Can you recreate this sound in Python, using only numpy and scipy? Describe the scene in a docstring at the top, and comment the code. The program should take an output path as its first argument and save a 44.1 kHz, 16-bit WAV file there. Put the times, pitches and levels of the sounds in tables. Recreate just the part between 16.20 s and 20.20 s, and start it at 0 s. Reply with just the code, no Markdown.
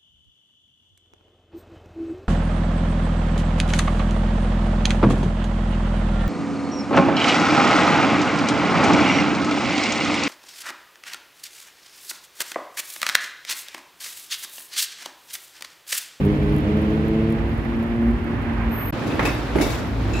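"""City crossing with a tram, far and near.

From across the junction, an engine pulls away over traffic rumble and tyre noise, with faint ticks
and a thin brake squeal. After an abrupt cut the microphone is close to the track as a tram rolls by:
its wheels clack over rail joints, the steel running gear rattles and rings, a flange starts to scrape."""
import sys
import numpy as np
from scipy import signal
from scipy.fft import rfft, irfft
from scipy.io import wavfile

SR = 44100
rng = np.random.default_rng(int(sys.argv[2]) if len(sys.argv) > 2 else 0)


def to_wav(sig):
    """Store sig (one row per channel, or 1-D mono) as 16-bit WAV at the path in sys.argv[1].

    Samples outside -1..1 are clipped; the rate is SR.
    """
    pcm = np.clip(np.atleast_2d(sig), -1, 1) * 32767
    pcm = np.round(pcm).astype(np.int16)
    wavfile.write(sys.argv[1], SR, pcm.T)  # frames by channels


N = 176400
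T = np.arange(N) / SR
F = np.fft.rfftfreq(N, 1 / SR) + 1e-3
CUT_S, RESUME_S = 2.708, 2.725  # the far position ends, the near one begins
STEEL_ATTACK_S = .006

# wheels striking rail joints: t/s, thud level/dB, clank level/dB, steel level/dB
WHEEL_BLOWS = [(2.818, -40, -28, -52), (2.864, -24, -42, -41), (2.908, -38, -28, -52),
               (2.942, -22, -40, -60), (2.993, -21, -12.5, -44), (3.026, -24, -22, -41),
               (3.049, -21, -19, -29), (3.072, -26, -20, -42), (3.355, -14, -23, -54),
               (3.384, -19, -23, -44), (3.398, -24, -22, -48), (3.410, -18, -21, -25.5),
               (3.461, -28, -27, -46), (3.499, -29, -26, -35)]
# rolling noise at the trackside: t/s, level/dB
ROLLING_LEVEL = [(2.72, -32), (2.92, -30), (3.25, -31), (3.55, -30.5), (3.75, -34), (4, -30)]
# stereo image at the far and the near position: f/Hz, left minus right/dB
IMAGE_FAR = [(500, -.7), (1300, -3.5), (2400, -6), (4400, 0.14), (8100, 9), (15000, 4.87)]
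IMAGE_NEAR = [(300, -1), (1300, -3.5), (2400, -.5), (4400, 3.5), (8100, 20.5), (15000, 10)]


def rail_joints():
    """Close by, each wheel blow thuds, clanks and clashes; the street adds a short tail."""
    # spectra of the three parts of a blow: f/Hz, relative level/dB
    thud = [(50, -9), (150, -10), (240, 0), (340, 0), (500, -6.5), (900, -18), (2000, -50)]
    clank = [(200, 4), (450, -1), (900, 1.5), (1500, -3.5), (2200, -1), (2900, -12.5), (5000, -27),
             (12000, -47)]
    steel = [(1200, -33), (2600, -2), (4700, -0.5), (7500, -3.5), (8600, -11), (10200, -4), (14500, -16),
             (16000, -2)]
    parts = [(thud, .002, .022), (clank, .002, .008), (steel, STEEL_ATTACK_S, .027)]
    out = 0
    for part, (colour, attack_s, decay_s) in enumerate(parts):
        power = 0
        for start, *levels in WHEEL_BLOWS:
            direct = strike(start, decay_s, attack_s)
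            tail = undb(-11.5) * strike(start, decay_s=.089, attack_s=.016)
            power += undb(levels[part]) ** 2 * (direct ** 2 + tail ** 2)
        out += wash(colour, IMAGE_NEAR) * np.sqrt(power) * undb(2 + .55 * wander(130))
    return out


def running_gear():
    """Steel parts ring on after each blow, every mode stirred differently; one wheel rim keeps singing."""
    modes = [(2256, 3), (2702, 0), (3494, 0), (3682, 1), (3860, 2), (4716, 0), (5464, 0), (5846, -4),
             (6142, -2), (7386, -7), (7625, -6), (8963, -11), (10200, -9), (12145, -7), (13065, -5)]  # steel resonances: f/Hz, relative level/dB
    rim_level = [(3.0, -68), (3.34, -64), (3.385, -47), (3.42, -56), (3.9, -73)]  # singing rim: t/s, level/dB
    blow_power = np.array([(undb(steel_db) * strike(start, decay_s=.105, attack_s=STEEL_ATTACK_S)) ** 2
                           for start, _, _, steel_db in WHEEL_BLOWS])
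    ring = 0
    for hz, db in modes:
        stir = undb(3 * rng.standard_normal(len(WHEEL_BLOWS))) ** 2
        ring += noise(resonance(hz, width_hz=44), IMAGE_NEAR) * undb(db) * np.sqrt(stir @ blow_power)
    ring /= np.sqrt(sum(undb(db) ** 2 for _, db in modes))
    rim = noise(resonance(11050, width_hz=130), IMAGE_NEAR) * undb(curve(rim_level))
    return ring * undb(-7.5) + rim


def rattles():
    """The tram's loose fittings chatter at random, as strongly as it rolls."""
    colour = [(1800, -22), (2600, 0), (3900, -9), (6000, -28)]  # small fittings: f/Hz, relative level/dB
    knocks_per_s, decay_s = 70, .012
    knocks = (rng.random(N) < knocks_per_s / SR) * rng.random(N)
    chatter = unit(die_away(knocks, decay_s))
    return wash(colour, IMAGE_NEAR) * chatter * undb(curve(ROLLING_LEVEL) - 19)


def flange():
    """A wheel flange sticks and slips on the rail close by: a stack of unsteady partials."""
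    partials = [(2, 0), (3, -12.5), (4, -14), (5.2, -12), (6, -18), (8.8, -27)]  # scraping steel: multiple of the pitch, relative level/dB
    start_s, pitch_hz = 3.93, 1304
    phase = unsteady_phase(pitch_hz, jitter=.016, rate_hz=200)
    scrape = 0
    for multiple, db in partials:
        grind = 1 + .75 * np.array([wander(200), wander(200)])
        side_db = np.interp(multiple * pitch_hz, F, over_hz(IMAGE_NEAR))
        scrape += undb(db) * grind * np.sin(multiple * phase) * pan(side_db)
    return unit(scrape) * undb(-33.5) * np.clip((T - start_s) / STEEL_ATTACK_S, 0, 1)


def engines():
    """Across the junction an engine climbs and eases off, ever smoother and duller; a second drones."""
    firing = [(0, 98.95), (.15, 102.7), (.35, 102.9), (1.0, 110.7), (1.4, 114), (1.88, 116.6),
              (2.15, 116.4), (2.6, 113.4)]  # firing rate: t/s, f/Hz
    effort = [(0, -24.5), (.18, -28), (.28, -26), (.42, -30), (.5, -24), (.8, -26.5), (1.05, -23),
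              (1.22, -29), (1.35, -30.5), (1.47, -28), (1.68, -23), (1.9, -18.5), (1.98, -36.5),
              (2.08, -26.5), (2.18, -32), (2.28, -27.5), (2.5, -24.5), (2.62, -37)]  # engine load: t/s, level/dB
    brightness = [(.3, 0.5), (1.15, -1), (1.45, -8), (1.8, -11), (2.2, -6.5), (2.6, -22.5)]  # lift of the upper harmonics: t/s, relative level/dB
    harmonics = [(1, -16.5, 0.11), (2, 1.5, 0.12), (3, -1.5, 0.88), (4, -6, 1.83), (5, -19.5, 0.37),
                 (6, -18.5, 1.1)]  # engine tone: multiple, relative level/dB, share of the lift
    roughness = [(.3, .42), (1.0, .19)]  # flutter, settling with speed: t/s, depth/0-1
    drone = [(0, 145.6, -24.5), (.3, 145.3, -25.5), (.55, 150, -27), (1.15, 154.6, -29.5), (1.5, 157, -48)]  # second engine: t/s, f/Hz, level/dB
    drone_partials = [(.5, -2.5), (1, 0), (2, -9), (3, -12), (3.5, -18)]  # its tone: multiple, relative level/dB
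    effort_db, lift_db, rough = curve(effort), curve(brightness), curve(roughness)
    phase = unsteady_phase(curve(firing), jitter=.025 * rough, rate_hz=14.4)
    first = sum(undb(effort_db + db + share * lift_db) * (1 + rough * wander(19)) * np.sin(k * phase)
                for k, db, share in harmonics)
    phase = unsteady_phase(curve(drone), jitter=.002, rate_hz=20)
    second = sum(undb(db) * (1 + rough / 2 * wander(7.5)) * np.sin(k * phase) for k, db in drone_partials)
    return np.sqrt(2) * (first + second * undb(curve(drone, column=2))) * pan(-.6)


def brake_and_wheel_rings():
    """A thin brake squeal far off, then two brief metallic rings as the wheels strike close by."""
    # narrow resonances: start t/s, end t/s, rise/s, f/Hz, width/Hz, level/dB, left minus right/dB
    tones = [(2.474, 2.704, 0.077, 13160, 169.4, -37, 7), (2.896, 2.91, .008, 2580, 200, -36, 0),
             (3.044, 3.076, .014, 2590, 150, -27.5, 0)]
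    release_s = .03
    out = 0
    for start, end, rise, hz, width_hz, db, side_db in tones:
        envelope = np.clip((T - start) / rise, 0, 1) ** 2 * np.exp(-np.maximum(T - end, 0) / release_s)
        envelope *= (T < CUT_S) == (start < CUT_S)  # no ring carries across the cut
        out += undb(db) * envelope * noise(resonance(hz, width_hz), [(hz, side_db)])
    return out


def near_traffic():
    """At the trackside: the tram's rumble, rolling noise and rail hiss, and a passing car's rough hum."""
    # spectra: f/Hz, relative level/dB
    rumble_colour = [(35, -29), (54, 9.5), (85, 2.5), (120, 8), (175, -0.5), (280, 8), (400, -4),
                     (650, -46)]
    rolling_colour = [(150, -15), (450, 1), (900, -3.5), (1500, -6.5), (2700, -14), (4000, -19),
                      (7500, -33.5), (9000, -40), (15000, -50)]
    hiss_colour = [(2500, -18), (4300, 1), (7500, -3), (8600, -11), (15000, -14)]
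    # swells: t/s, level/dB
    rumble_level = [(2.72, -27), (2.95, -24.5), (3.25, -28.5), (3.75, -27.5), (4, -25)]
    hiss_level = [(3.3, -57), (3.55, -41), (3.68, -63), (4, -52)]
    car_engine = [(2.72, 117.9, -34), (3.55, 112.4, -38.5), (3.75, 105.5, -30), (3.87, 105, -25.5),
                  (4, 105, -36)]  # passing car: t/s, f/Hz, level/dB
    rumble = wash(rumble_colour, IMAGE_NEAR) * undb(curve(rumble_level))
    rolling = wash(rolling_colour, IMAGE_NEAR) * undb(curve(ROLLING_LEVEL) + .34 * wander(30))
    hiss = wash(hiss_colour, IMAGE_NEAR) * undb(curve(hiss_level) + 2 * wander(63))
    phase = unsteady_phase(curve(car_engine), jitter=.053, rate_hz=30)
    hum = np.sqrt(2) * np.sin(phase) * undb(curve(car_engine, column=2) + 2 * wander(30))
    return rumble + rolling + hiss + hum


def far_traffic():
    """Rumble and tyres across the junction, with one car drawing nearer to the microphone."""
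    # spectra: f/Hz, relative level/dB
    rumble_colour = [(33, -29), (50, 17.5), (72, 11), (88, 11.5), (112, 14.5), (175, 1), (270, 8.5),
                     (400, -5.5), (650, -48)]
    tyre_colour = [(150, 4), (400, 3), (700, -2), (1200, -6.5), (2300, -10), (3300, -16), (5000, -28.5),
                   (8500, -40), (12000, -40.5), (15000, -49)]
    car_colour = [(300, -18), (850, 4.5), (1350, 1), (1950, 1), (2700, -9.5), (4000, -30), (9000, -53)]
    # swells: t/s, level/dB
    rumble_level = [(0, -22.5), (.2, -22.5), (.55, -26), (1.0, -27), (1.55, -26.5), (1.87, -25), (2.1, -26),
                    (2.6, -28)]
    tyre_level = [(0, -30), (.6, -29), (1.2, -31.5), (1.9, -34), (2.7, -31.5)]
    car_level = [(0, -68), (1.2, -40), (2.0, -38), (2.4, -34), (2.7, -33)]
    rumble = wash(rumble_colour, IMAGE_FAR) * undb(curve(rumble_level))
    tyres = wash(tyre_colour, IMAGE_FAR, lead_s=.000422) * undb(curve(tyre_level) + .58 * wander(48))
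    car = wash(car_colour, IMAGE_FAR, lead_s=.00007) * undb(curve(car_level) + .97 * wander(25))
    return rumble + tyres + car


def boom():
    """The narrow low boom of heavy vehicles, under both positions."""
    colour = [(25, -48), (38, -8), (47, -10), (55, 8), (70, -9.5), (95, -8), (200, -85.5)]  # boom spectrum: f/Hz, relative level/dB
    level = [(0, -32), (.9, -47), (1.3, -24), (1.65, -36), (1.87, -24), (2.1, -35), (2.33, -38),
             (2.46, -20), (2.62, -39), (3.3, -29.5), (4, -26)]  # its swells: t/s, level/dB
    return wash(colour, IMAGE_FAR) * undb(curve(level))


def ticks():
    """Faint dry ticks left of the microphone, over a fine crackle that thickens around each of them."""
    events = [(0.063, -41), (0.367, -37.5), (.614, -42), (.86, -45), (1.125, -48), (1.343, -47),
              (1.639, -49), (1.871, -56)]  # single ticks: t/s, level/dB
    colour = [(3000, -15), (6500, -8), (8500, -12), (10800, 1), (13000, -4.5), (16000, -1.5)]  # tick spectrum: f/Hz, relative level/dB
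    decay_s, patch_s, grains_per_s = .00076, .024, 150
    clicks = sum(undb(db) * strike(at, decay_s, attack_s=.0002) for at, db in events)
    patches = sum(undb(db - 11.5) * np.exp(-abs(T - at) / patch_s) for at, db in events)
    grains = (rng.random(N) < grains_per_s / SR) * rng.exponential(size=N)
    crackle = (patches + undb(-67)) * unit(die_away(grains, decay_s))
    bursts = (clicks + crackle) * rng.standard_normal(N)
    return irfft(rfft(bursts) * unit(undb(over_hz(colour))), N) * pan(12)


def noise(gain, image, lead_s=0):
    """Stereo noise of rms 1: a diffuse part, and a common part whose treble is lead_s early on the left."""
    likeness = [(200, 0.91), (500, 0.66), (1000, 0.46), (3000, 0.28)]  # the microphone's two sides: f/Hz, coherence/0-1
    coherence = over_hz(likeness)
    white = rfft(rng.standard_normal((3, N)))
    delay_s = lead_s * np.clip(F / 1000 - .5, 0, 1) * np.array([[0], [1]])
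    common = np.sqrt(coherence) * white[0] * np.exp(-2j * np.pi * F * delay_s)
    diffuse = np.sqrt(1 - coherence) * white[1:]
    return unit(irfft((common + diffuse) * gain * pan(over_hz(image)), N))


def wash(colour, image, lead_s=0):
    """Stereo noise with a tabled spectrum."""
    return noise(undb(over_hz(colour)), image, lead_s)


def resonance(hz, width_hz):
    """Gain of one narrow peak."""
    return 1 / (1 + ((F - hz) / (width_hz / 2)) ** 2)


def strike(start, decay_s, attack_s):
    """Quick rise and exponential fall."""
    age = np.maximum(T - start, 0)
    return np.minimum(age / attack_s, 1) * np.exp(-age / decay_s)


def die_away(impulses, decay_s):
    """Give each impulse an exponential tail."""
    return signal.lfilter([1], [1, -np.exp(-1 / (decay_s * SR))], impulses)


def wander(rate_hz):
    """Smooth random drift of spread 1."""
    return unit(irfft(rfft(rng.standard_normal(N)) * np.exp(-(F / rate_hz) ** 2) * (F > 1), N))


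def unsteady_phase(hz, jitter, rate_hz):
    """Phase of a tone whose pitch wanders by the fraction jitter."""
    return 2 * np.pi * np.cumsum(hz * (1 + jitter * wander(rate_hz))) / SR


def curve(rows, column=1):
    """A table column joined by straight lines in time."""
    rows = np.array(rows)
    return np.interp(T, rows[:, 0], rows[:, column])


def over_hz(rows):
    """A table joined by straight lines in log frequency."""
    rows = np.array(rows)
    return np.interp(np.log(F), np.log(rows[:, 0]), rows[:, 1])


def pan(db):
    """Constant-power gains, the left db louder than the right."""
    gains = undb(np.array([db, -db]) / 2).reshape(2, -1)
    return gains / np.sqrt(np.mean(gains ** 2, axis=0))


def undb(db):
    """Decibels to gain."""
    return 10 ** (np.asarray(db) / 20)


def unit(x):
    """Scale to rms 1."""
    return x / np.sqrt(np.mean(x ** 2))


def scene():
    """The far position, a blink of silence, then the trackside."""
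    fade_s = .0023
    far_gate = np.clip(np.minimum(T, CUT_S - T) / fade_s, 0, 1)
    near_gate = np.clip((T - RESUME_S) / fade_s + .5, 0, 1)
    far = engines() + far_traffic() + ticks()
    near = near_traffic() + rail_joints() + running_gear() + rattles() + flange()
    both = brake_and_wheel_rings() + boom()
    return far_gate * far + near_gate * near + (far_gate + near_gate) * both


def record(dry):
    """The recorder drops the deepest bass and cuts the top."""
    low_cut = signal.butter(4, 32, "high", fs=SR, output="sos")
    top_cut = signal.ellip(10, .2, 80, 15550, fs=SR, output="sos")
    return signal.sosfilt(top_cut, signal.sosfilt(low_cut, dry))


dry = scene()
out = record(dry)
to_wav(out)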